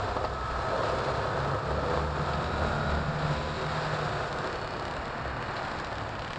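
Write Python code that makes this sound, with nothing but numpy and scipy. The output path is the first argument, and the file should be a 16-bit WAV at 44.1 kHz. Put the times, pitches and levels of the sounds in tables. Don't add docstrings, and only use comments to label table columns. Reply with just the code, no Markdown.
import sys
import numpy as np
from scipy import signal
from scipy.fft import rfft, irfft, next_fast_len
from scipy.io import wavfile
from scipy.ndimage import uniform_filter1d

SR = 44100
rng = np.random.default_rng(int(sys.argv[2]) if len(sys.argv) > 2 else 0)


def store_wav(level_fs):
    pcm = np.round(np.clip(np.atleast_2d(level_fs), -1, 1) * 32767)
    wavfile.write(sys.argv[1], SR, pcm.T.astype(np.int16))


N = 281358
T = np.arange(N) / SR

# t/s, rate/Hz
LUG_RATE = [(0, 33), (.55, 31.8), (.9, 32.8), (1.2, 34), (1.48, 34.3), (1.8, 36), (2.1, 37.3), (2.35, 35.8),
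            (2.62, 37.2), (2.88, 36.2), (3.1, 37.3), (3.35, 37.3), (3.6, 38.4), (4, 37.4), (4.3, 35.8),
            (4.5, 35.9), (5.2, 34.3), (5.7, 35), (6.4, 36.2)]
# f/Hz, relative level/dB
FRONT_COLOUR = [(150, -22.5), (270, -8), (390, 2), (450, 2), (510, 4.5), (580, -1), (645, 4.5), (780, -2.5),
                (1180, -3.5), (1290, 0), (1380, -5), (1750, -10), (2100, -33), (3500, -24)]
# f/Hz, relative level/dB
REAR_COLOUR = [(150, -1.5), (270, -1.5), (370, 1), (430, -1.5), (510, 1.5), (570, 2.5), (700, 4.5),
               (820, 3.5), (1100, 2), (1250, 2), (1500, 1), (1800, -2), (2100, -10), (2800, -13),
               (3600, -30.5)]
# f/Hz, relative level/dB
FITTINGS_COLOUR = [(380, 4.5), (600, 4), (1200, 12.5), (1700, -18), (2100, -28)]


def undb(db):
    return 10 ** (np.asarray(db) / 20)


def unit(x):
    return x / np.sqrt(np.mean(x ** 2))


def steady(x):
    return x / np.sqrt(uniform_filter1d(x ** 2, SR // 7))


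def curves(table):
    s, *columns = np.transpose(table)
    return [np.interp(T, s, column) for column in columns]


def walk(rate):
    knots = rng.standard_normal(1024)
    steps = T * min(rate, 150)
    k = steps.astype(int)
    part = steps - k
    ease = part * part * (3 - 2 * part)
    return knots[k] + (knots[k + 1] - knots[k]) * ease


def swell(at, lasting):
    return np.exp(-.5 * ((T - at) / lasting) ** 2)


def swells_db(table):
    return sum(db * swell(at, lasting) for at, lasting, db in table)


def swells_gain(table):
    return sum(undb(db) * swell(at, lasting) for at, lasting, db in table)


def gain_at(hz, points):
    f, db = np.transpose(points)
    hz = np.maximum(hz, 1)
    ends = np.minimum(1, np.minimum(hz / f[0], f[-1] / hz)) ** 2
    return undb(np.interp(np.log(hz), np.log(f), db)) * ends


def colour(x, points):
    size = next_fast_len(len(x) + SR // 10)
    hz = np.arange(size // 2 + 1) * SR / size
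    return irfft(rfft(x, size) * gain_at(hz, points), size)[:len(x)]


def tones(table, turns, flutter_db, shake):
    out = 0
    for k, at, lasting, db in table:
        tone = np.sin(2 * np.pi * k * turns + shake * walk(45)) * undb(flutter_db * walk(40))
        out = out + steady(tone) * undb(db) * swell(at, lasting)
    return out


def place(sound, at):
    return np.pad(sound, (max(int(at * SR), 0), N))[:N]


def level_short(burst):
    return burst * np.sqrt(.004 * SR / np.sum(burst ** 2))


def crack(decay, points):
    age = T[:SR // 20]
    return level_short(colour(rng.standard_normal(len(age)) * np.exp(-age / decay), points))


def ringing(modes, detune=1):
    age = T[:SR // 20]
    return sum(undb(db) * np.exp(-age / decay) * np.sin(2 * np.pi * hz * detune * age)
               for hz, db, decay in modes)


def thud(bright_db, detune=1):
    # f/Hz, level before the tilt/dB, decay/s
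    chassis = [(519.5, -14, 0.025), (624, -9.5, 0.013), (870, -10.5, 0.0029), (1100, -16, 0.0043),
               (1290, -24.5, 0.004)]
    age = T[:SR // 10]
    return sum(undb(db + bright_db * np.log2(hz / 800)) * np.exp(-age / decay)
               * np.sin(2 * np.pi * hz * detune * age) for hz, db, decay in chassis)


def rumble():
    # f/Hz, relative level/dB
    low_colour = [(14, -12), (24, 0), (45, 0.5), (65, 6), (110, -14), (200, -28.5)]
    # t/s, lasting/s, level/dB
    gusts = [(.13, 0.14, -43), (.57, 0.095, -42.5), (3.35, 0.072, -49), (2.66, 0.11, -45),
             (3.02, 0.26, -46), (4.6, 0.079, -52), (5.0, 0.079, -45), (5.5, .25, -54)]
    road_db, gust_top_hz = -50, 60
    road, wind = (colour(rng.standard_normal(N), low_colour) for _ in range(2))
    wind = signal.sosfilt(signal.butter(4, gust_top_hz, fs=SR, output="sos"), wind)
    return steady(road) * undb(road_db) + steady(wind) * swells_gain(gusts)


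def traffic(flutter_db=2, shake=.25):
    # t/s, f/Hz, level/dB
    road_hum = [(0, 102.4, -46), (.4, 100.9, -51), (.75, 103, -45.5), (1.3, 106, -44.5), (1.7, 108, -47),
                (2.2, 109, -59), (2.55, 110.1, -43.5), (3.2, 109.8, -62), (3.7, 110.2, -52),
                (4.12, 110.3, -40.5), (4.37, 108.5, -59), (4.52, 106.5, -48.5), (5.05, 112.8, -51),
                (5.5, 116.5, -43), (5.68, 116.3, -67), (6.38, 117.5, -60)]
    hz, level_db = curves(road_hum)
    hum = np.sin(2 * np.pi * np.cumsum(hz) / SR + shake * walk(11)) * undb(flutter_db * walk(26))
    return steady(hum) * undb(level_db)


def distance(lead):
    passes_s, speed_m_s, closest_m = 2.53, 5.6, 2.9
    return np.hypot(1, speed_m_s * (T + lead - passes_s) / closest_m)


def snow(lugs, load_db, throb=0.033, grain_db=2, gust_db=.5, spray_db=-2.0, spray_share=0.94, churn_share=0.56):
    # t/s, level before spray_db and load/dB
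    spray_level = [(0.0, -44.5), (0.25, -47), (0.57, -47), (0.89, -42), (1.31, -45.5), (1.53, -47.5),
                   (2.22, -43.5), (2.42, -43.5), (3.14, -45.5), (3.82, -40.5), (4.6, -47), (5.35, -49.5),
                   (5.63, -45.5), (6.0, -48.5), (6.38, -48.5)]
    # f/Hz, relative level/dB
    spray_colour = [(1200, -6.5), (2000, -0.5), (2450, 2), (3050, -2), (3900, 1), (4600, -1.5), (5200, -5),
                    (6200, -18), (6800, -12.5), (7400, -10.5), (8000, -19.5), (8700, -21), (9400, -72.5)]
    # f/Hz, relative level/dB
    churn_colour = [(70, 2.5), (120, 2.5), (175, -0.5), (240, -3), (320, -9.5), (450, -19.5)]
    closest_db, fall_db, lead_s = -38.5, 8.5, 0.43

    grain_sizes = undb(grain_db * np.minimum(rng.exponential(size=N), 6))
    grains = rng.standard_normal(N) * (rng.random(N) < .3) * grain_sizes
    grains = grains * (1 + throb * np.cos(2 * np.pi * lugs)) * undb(gust_db * walk(45))
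    spray_gain = undb(curves(spray_level)[0] + spray_db + spray_share * load_db)
    spray = unit(colour(grains, spray_colour)) * spray_gain

    churn = steady(colour(rng.standard_normal(N), churn_colour))
    churn_db = closest_db - fall_db * np.log10(distance(lead_s)) + churn_share * load_db
    return spray + churn * undb(churn_db)


def tracks(lugs, load_db, slip=0.022, others_db=-12, load_share=0.4):
    # multiple of the lug rate, level far off/dB, flutter/dB, swells [t/s, lasting/s, level/dB]
    drone = [(2, -56.5, 2.4, [(.27, 0.29, -42.5), (1.05, 0.26, -43), (1.74, 0.065, -35.5),
             (2.04, 0.11, -34), (1.42, 0.1, -43), (2.38, 0.12, -38.5), (2.63, 0.042, -33),
             (2.94, 0.073, -32), (3.4, .18, -40.5), (5.28, .04, -39)]), (3, -62.5, 3, [(.05, 0.1, -37.5),
             (6.1, 0.18, -43.5)]), (4, -50.5, 3.9, [(.98, 0.29, -42.5), (1.46, 0.071, -35.5),
             (1.8, 0.29, -41.5), (2.25, 0.17, -37.5), (2.8, 0.088, -35), (3.08, 0.064, -34.5),
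             (3.3, 0.12, -32), (3.68, 0.085, -38), (3.97, 0.24, -37.5), (4.36, 0.055, -42),
             (5.3, 0.2, -50)])]
    # multiple of the lug rate, loudest t/s (may lie past the end), lasting/s, level/dB
    overtones = [(6, 2.741, 0.18, -42), (6, 3.3, 0.37, -46.5), (10, 3.6, 0.037, -40),
                 (10.2, 4.17, 0.051, -41.5), (10.35, 4.53, 0.23, -46.5), (5.15, 4.064, .15, -50),
                 (5, 4.672, 0.26, -54.5), (5.4, 7, 0.35, -51)]
    out = 0
    slips = [slip * walk(4.6) + spread * walk(1.4) for spread in (0, .3, .4, .5)]
    sizes = [1] + [undb(others_db)] * 3
    for k, far_db, flutter_db, rises in drone:
        tone = sum(size * np.sin(2 * np.pi * (round(k) * (lugs + lag) + rng.random()))
                   for size, lag in zip(sizes, slips))
        power = undb(far_db) ** 2 + sum((undb(db) * swell(at, lasting)) ** 2 for at, lasting, db in rises)
        fluttering = steady(tone * undb(flutter_db * walk(32)))
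        out = out + fluttering * np.sqrt(power) * undb(load_share * load_db)
    return out + tones(overtones, lugs, flutter_db=1.5, shake=0.39)


def slaps(lugs, load_db, scatter_db=2, bright_db=1, detune=0.047, rattle_db=-9, rattle_decay=0.0056):
    # loudest t/s, lasting/s, level before load/dB
    slap_swells = [(1.05, 0.28, -41), (1.9, .15, -40.5), (2.6, 0.37, -42.5)]
    out = np.zeros(N + SR)
    for i in np.flatnonzero(np.diff(np.floor(lugs))):
        size = undb(scatter_db * rng.standard_normal())
        body = thud(bright_db, 1 + detune * rng.standard_normal())
        rattle = undb(rattle_db) * crack(rattle_decay, FITTINGS_COLOUR)
        for part in body, rattle:
            out[i:i + len(part)] += size * part
    return unit(out[:N]) * swells_gain(slap_swells) * undb(load_db)


def snap(far, grit, grit_decay):
    # f/Hz, relative level/dB
    near_colour = [(900, -4), (1600, 16.5), (2400, 7.5), (3400, 9.5), (4600, 10), (6200, -7.5),
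                   (7300, -3.5), (9000, -14)]
    # f/Hz, relative level/dB
    far_colour = [(900, 8), (1600, 12.5), (2900, 7.5), (4600, 5.5), (6200, -9), (7300, -12), (9000, -18)]
    age, hz = T[:SR // 20], np.arange(513) * SR / 1024
    push = grit * rng.standard_normal(len(age)) * np.exp(-age / grit_decay)
    push[0] += 1
    gain = gain_at(hz, near_colour) ** (1 - far) * gain_at(hz, far_colour) ** far
    cepstrum = irfft(np.log(gain + 1e-3))
    cepstrum[1:512] *= 2
    cepstrum[513:] = 0
    impulse = irfft(np.exp(rfft(cepstrum)))
    return level_short(signal.fftconvolve(push, impulse)[:len(age)])


def tick(at, db, grit=.22, near_decay=0.0012, far_decay=.0016, thud_db=2, detune=0.044):
    # f/Hz, level before db/dB, decay/s
    idler = [(1140, 3.5, .004), (1530, 6, 0.0028)]
    # f/Hz, level before db and distance/dB, decay/s
    steel_part = [(2919, -6, .007), (3120, -7, 0.0056)]
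    rebound_s, rebound_db = 0.0053, -11
    far = np.interp(at, (5.4, 6.17), [0, 1])
    decay = near_decay + far * (far_decay - near_decay)
    blow, bounce = (snap(far, grit, decay) for _ in range(2))
    rebound = undb(rebound_db) * np.pad(bounce, (int(rebound_s * SR), 0))[:len(blow)]
    body = ringing(idler, 1 + detune * rng.standard_normal()) + far ** 2 * ringing(steel_part)
    body = body + undb(thud_db) * thud(0)[:len(blow)]
    return place(undb(db) * (blow + rebound + body), at)


def ticks(count=14):
    # t/s, level before the trim/dB
    tick_times = [(4.328, -42.5), (4.3605, -46), (4.3874, -44), (4.4166, -43), (4.4436, -44), (4.4736, -44),
                  (4.5006, -47), (4.5283, -43), (4.5575, -42.5), (4.5869, -52), (4.6154, -46.5),
                  (4.6464, -45.5), (4.6759, -44), (4.7073, -49), (4.7380, -46), (4.7666, -51),
                  (4.797, -44.5), (4.825, -47), (4.8534, -41), (4.882, -45), (4.9112, -43), (4.9392, -46),
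                  (4.9665, -43), (5.056, -45), (5.0797, -46.5), (5.278, -50.5), (5.4255, -43.5),
                  (5.5573, -48), (5.5665, -45), (5.5791, -48), (5.6301, -48), (5.65, -45), (5.7158, -46),
                  (5.7886, -43.5), (5.7995, -43.5), (5.8467, -42.5), (5.8704, -46.5), (5.9168, -50),
                  (5.9282, -45), (5.9549, -46.5), (5.9833, -43.5), (6.0087, -48), (6.0365, -50),
                  (6.0925, -47.5), (6.1527, -45.5), (6.1941, -44.5), (6.2219, -44.5), (6.2472, -44),
                  (6.279, -46), (6.306, -44), (6.3333, -41), (6.3593, -43)]
    trim_db, offbeat_db = 4, -12
    crackle_s, crackle_lasting_s, crackle_db = 6.8, 0.12, -53
    out = sum(tick(at, crackle_db) for at in rng.normal(crackle_s, crackle_lasting_s, size=count))
    for at, db in tick_times:
        rate = np.interp(at, *np.transpose(LUG_RATE))
        out += tick(at, db + trim_db)
        out += tick(at + .5 / rate, db + trim_db + offbeat_db)
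    return out


def knocks(knock_decay=0.0073, rattle_decay=0.016, rattle_db=-8):
    # t/s, thud level/dB, crack level/dB, tilt of the thud/dB per octave
    knock_times = [(.1635, -27, -43, 6), (0.1671, -19.5, -43, 7), (0.2145, -24, -54, -4),
                   (.2417, -19, -45, -1), (.248, -33, -36, -1), (.776, -23, -40, -4), (.833, -23, -41, -9),
                   (.893, -22, -41, -1), (.978, -28, -49, 0), (1.068, -30, -51, 8), (1.092, -22, -48, -5),
                   (1.155, -30, -51, 0), (1.546, -23.5, -51, -13), (1.832, -23, -51, -6),
                   (1.975, -19.5, -48, 8), (2.334, -40, -36.5, 6), (2.442, -34, -37.5, -4),
                   (2.895, -26, -50, -1), (2.987, -29, -48, -2), (3.225, -27, -43, 9), (5.566, -40, -40, 6),
                   (5.635, -29, -46, 6), (5.716, -35, -46, 8)]
    # f/Hz, relative level/dB
    crack_colour = [(900, 7), (1600, 2), (2900, 2), (4600, 6), (6200, -18), (7300, -13), (9000, -30)]
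    out = np.zeros(N)
    for at, thud_level_db, crack_db, bright_db in knock_times:
        rattle = undb(thud_level_db + rattle_db) * crack(rattle_decay, FITTINGS_COLOUR)
        sharp = undb(crack_db) * crack(knock_decay, crack_colour)
        out += place(undb(thud_level_db) * thud(bright_db), at) + place(rattle + sharp, at)
    return out


def whine(turns, rasp_hz=150):
    whine_orders = (72, 89.5, 107.9)
    # loudest t/s, lasting/s, level/dB
    whine_swells = [
        [(4.7, 0.25, -59), (5.35, 0.29, -59.5)],
        [(1.1, 0.3, -59), (2.5, 0.091, -53.5), (2.85, 0.16, -55), (3.55, .2, -55), (4.2, 0.14, -56.5)],
        [(.08, .1, -59), (.7, 0.092, -56), (1.05, 0.18, -57.5), (1.8, 0.33, -62.5), (4.65, 0.13, -55),
         (5.3, 0.22, -61)],
    ]
    # loudest t/s, lasting/s, level/dB
    rasp_swells = [(2.65, .22, -55.5), (3.55, 0.33, -55.5)]
    table = [(k, *row) for k, rows in zip(whine_orders, whine_swells) for row in rows]
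    clean = tones(table, turns, flutter_db=2.0, shake=1.3)
    fray = signal.sosfilt(signal.butter(2, rasp_hz, fs=SR, output="sos"), rng.standard_normal(N))
    rasp = unit(fray * np.sin(2 * np.pi * whine_orders[1] * turns))
    return clean + rasp * swells_gain(rasp_swells)


def panels():
    # [t/s, lasting/s, level/dB]
    panel_modes = [(520, 17, [(.88, 0.15, -37.5), (1.4, .35, -42.5), (3.4, 0.98, -48.5)]),
                   (1272, 25, [(.7, .5, -52), (2.6, 0.46, -45)]), (623, 54, [(.85, 0.11, -43),
                   (2.68, 0.085, -40), (4.15, 0.23, -44)])]
    out = 0
    for hz, width, rises in panel_modes:
        ring = signal.lfilter(*signal.iirpeak(hz, hz / width, fs=SR), rng.standard_normal(N))
        out = out + steady(ring) * swells_gain(rises)
    return out


def buzz(hz, turns, rear, flutter_db=1.5, fade_db=1.5, shake=0.39):
    # multiple of the cycle rate, loudest t/s (may lie past the end), lasting/s, lift/dB
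    strong_orders = [(19, 0.099, 0.22, 11.5), (17, .2, .2, -1), (28, 0.35, .25, 4), (34, 0.53, 0.29, 12),
                     (17, 0.58, 0.25, 5), (22, 2.3, 0.44, 8), (24, 1.0, 0.55, 6), (33, 1.45, 0.65, 7),
                     (12, 1.95, 0.18, 8.5), (30, 1.96, 0.068, 5), (31, 1.6, .2, 5), (30, 2.55, 0.5, 9),
                     (16, 3.1, 0.3, 3), (21, 4, 0.18, -1), (32, 2.75, 0.27, 12.5), (33, 2.8, .18, 12.5),
                     (34, 2.82, 0.29, 10.5), (12, 3.8, 0.66, 6.5), (23, 3.43, .2, 12), (17, 2.4, 0.15, 10),
                     (30, 4.38, 0.46, 6), (29, 4.7, 0.23, 5), (15, 3.9, .15, 7), (15, 4.4, 0.086, 5),
                     (17, 4.1, 0.12, 8.5), (18, 5.62, 0.11, 5), (18, 7.2, 0.067, 9), (29, 5.05, 0.17, 5.5),
                     (12, 5.3, 0.11, 5), (17, 2.8, 0.093, -1), (35, 4.3, .3, 8), (29, 5.3, .25, 5.5),
                     (48, 5.4, .4, 4), (60, 4.7, .22, 12)]
    out = np.zeros(N)
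    coarse = slice(None, None, 512)
    for k in range(6, 62):
        f, back = k * hz[coarse], rear[coarse]
        body = np.sqrt((1 - back) * gain_at(f, FRONT_COLOUR) ** 2 + back * gain_at(f, REAR_COLOUR) ** 2)
        lift_db = swells_db([row[1:] for row in strong_orders if round(row[0]) == k])
        size = np.interp(T, T[coarse], body) * undb(lift_db + fade_db * walk(2.44) + flutter_db * walk(19))
        out += size * np.sin(2 * np.pi * (k * turns + rng.random()) + shake * walk(25))
    return steady(out)


def clatter(turns, rear, gate=0.14, grit_db=1.5):
    firing = np.cos(2 * np.pi * 3 * turns)
    bursts = rng.standard_normal(N) * (1 + gate * firing) * undb(grit_db * walk(140))
    front_part = np.sqrt(1 - rear) * unit(colour(bursts, FRONT_COLOUR))
    return front_part + np.sqrt(rear) * unit(colour(bursts, REAR_COLOUR))


def engine(hz, turns, load_db, roar_hz=765, body_db=-1.06, load_share=0.9):
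    # t/s, level before body_db and load/dB, roar below roar_hz against the rest/dB
    engine_level = [(0.0, -34, -1.5), (0.28, -37, -0.5), (0.48, -33.5, -9), (0.76, -33, 0),
                    (1.67, -35, -2.3), (1.69, -36.5, 2.5), (2.17, -34, -1.5), (2.97, -35.5, -0.5),
                    (3.05, -37, -1.5), (3.34, -36.5, -2), (3.39, -38.5, 0.5), (3.8, -33, -4),
                    (3.91, -33.5, -2), (4.87, -38, -1), (5.6, -36.5, -3.5), (6.15, -39.5, -0.5),
                    (6.36, -39.5, -5), (6.38, -41, 4)]
    # t/s, share heard from behind (0-1), clean orders over clatter/dB
    passage = [(0, 0.05, 0), (.5, 0.07, 1), (1.5, 0.08, 0.5), (2.3, 0.11, 2), (2.9, 0.85, 5),
               (3.5, 0.5, -0.5), (4.4, 0.3, 0.5), (5, 1, -1.5), (6.38, 1, -6.5)]
    # multiple of the cycle rate, loudest t/s, lasting/s, level/dB
    exhaust_boom = [(4, 2.45, 0.24, -45), (4, 3.03, 0.16, -43), (2, 2.6, .22, -41.5)]
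    level_db, roar_db = curves(engine_level)
    rear, clean_db = curves(passage)
    rear = np.clip(rear, 0, 1)
    sound = undb(clean_db) * buzz(hz, turns, rear) + clatter(turns, rear)
    roar = signal.sosfiltfilt(signal.butter(4, roar_hz, fs=SR, output="sos"), sound)
    mix = steady(sound - roar) + undb(roar_db) * steady(roar)
    body = undb(level_db + body_db + load_share * load_db) * mix
    return body + tones(exhaust_boom, turns, flutter_db=-1.0, shake=0.34) + panels()


def scene():
    # t/s, four-stroke cycle rate/Hz
    cycle_rate = [(0.08, 37.77), (0.24, 37.41), (0.38, 38.04), (0.73, 37.93), (0.83, 37.71), (1.02, 38.87),
                  (1.24, 38.45), (1.4, 39.1), (1.59, 39.26), (1.99, 41.22), (2.18, 41.37), (2.61, 43.58),
                  (2.75, 42.49), (2.9, 43.55), (3.11, 42.23), (3.3, 43.6), (3.49, 43.23), (4.51, 41.15),
                  (4.6, 40.76), (4.81, 40.5), (5.02, 39.74), (5.8, 40.6)]
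    # t/s, lasting/s, load/dB
    drifts = [(.35, 0.066, -1), (.9, 0.14, 0), (1.5, 0.13, 1.5), (1.61, 0.048, -2), (1.95, 0.053, 2),
              (2.1, 0.064, -3), (2.51, 0.047, -2), (2.66, 0.082, 1), (2.93, 0.036, 1.5),
              (3.09, 0.031, -0.5), (3.3, 0.086, 2.5), (3.47, 0.11, -0.5), (3.9, 0.23, -0.5),
              (4.33, 0.026, -1.5), (4.48, 0.062, 1), (4.63, 0.056, -2), (5.61, 0.078, 1)]
    hz, = curves(cycle_rate)
    turns = np.cumsum(hz * (1 + 0.00202 * walk(25))) / SR
    lugs = np.cumsum(curves(LUG_RATE)[0]) / SR
    load_db = swells_db(drifts)
    background = rumble() + traffic()
    running_gear = snow(lugs, load_db) + tracks(lugs, load_db) + slaps(lugs, load_db) + ticks() + knocks()
    return (background + running_gear + whine(turns) + engine(hz, turns, load_db))[None]


def record(dry):
    top_hz = 9050
    return signal.sosfilt(signal.ellip(10, .2, 70, top_hz, fs=SR, output="sos"), dry)


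dry = scene()
out = record(dry)
store_wav(out)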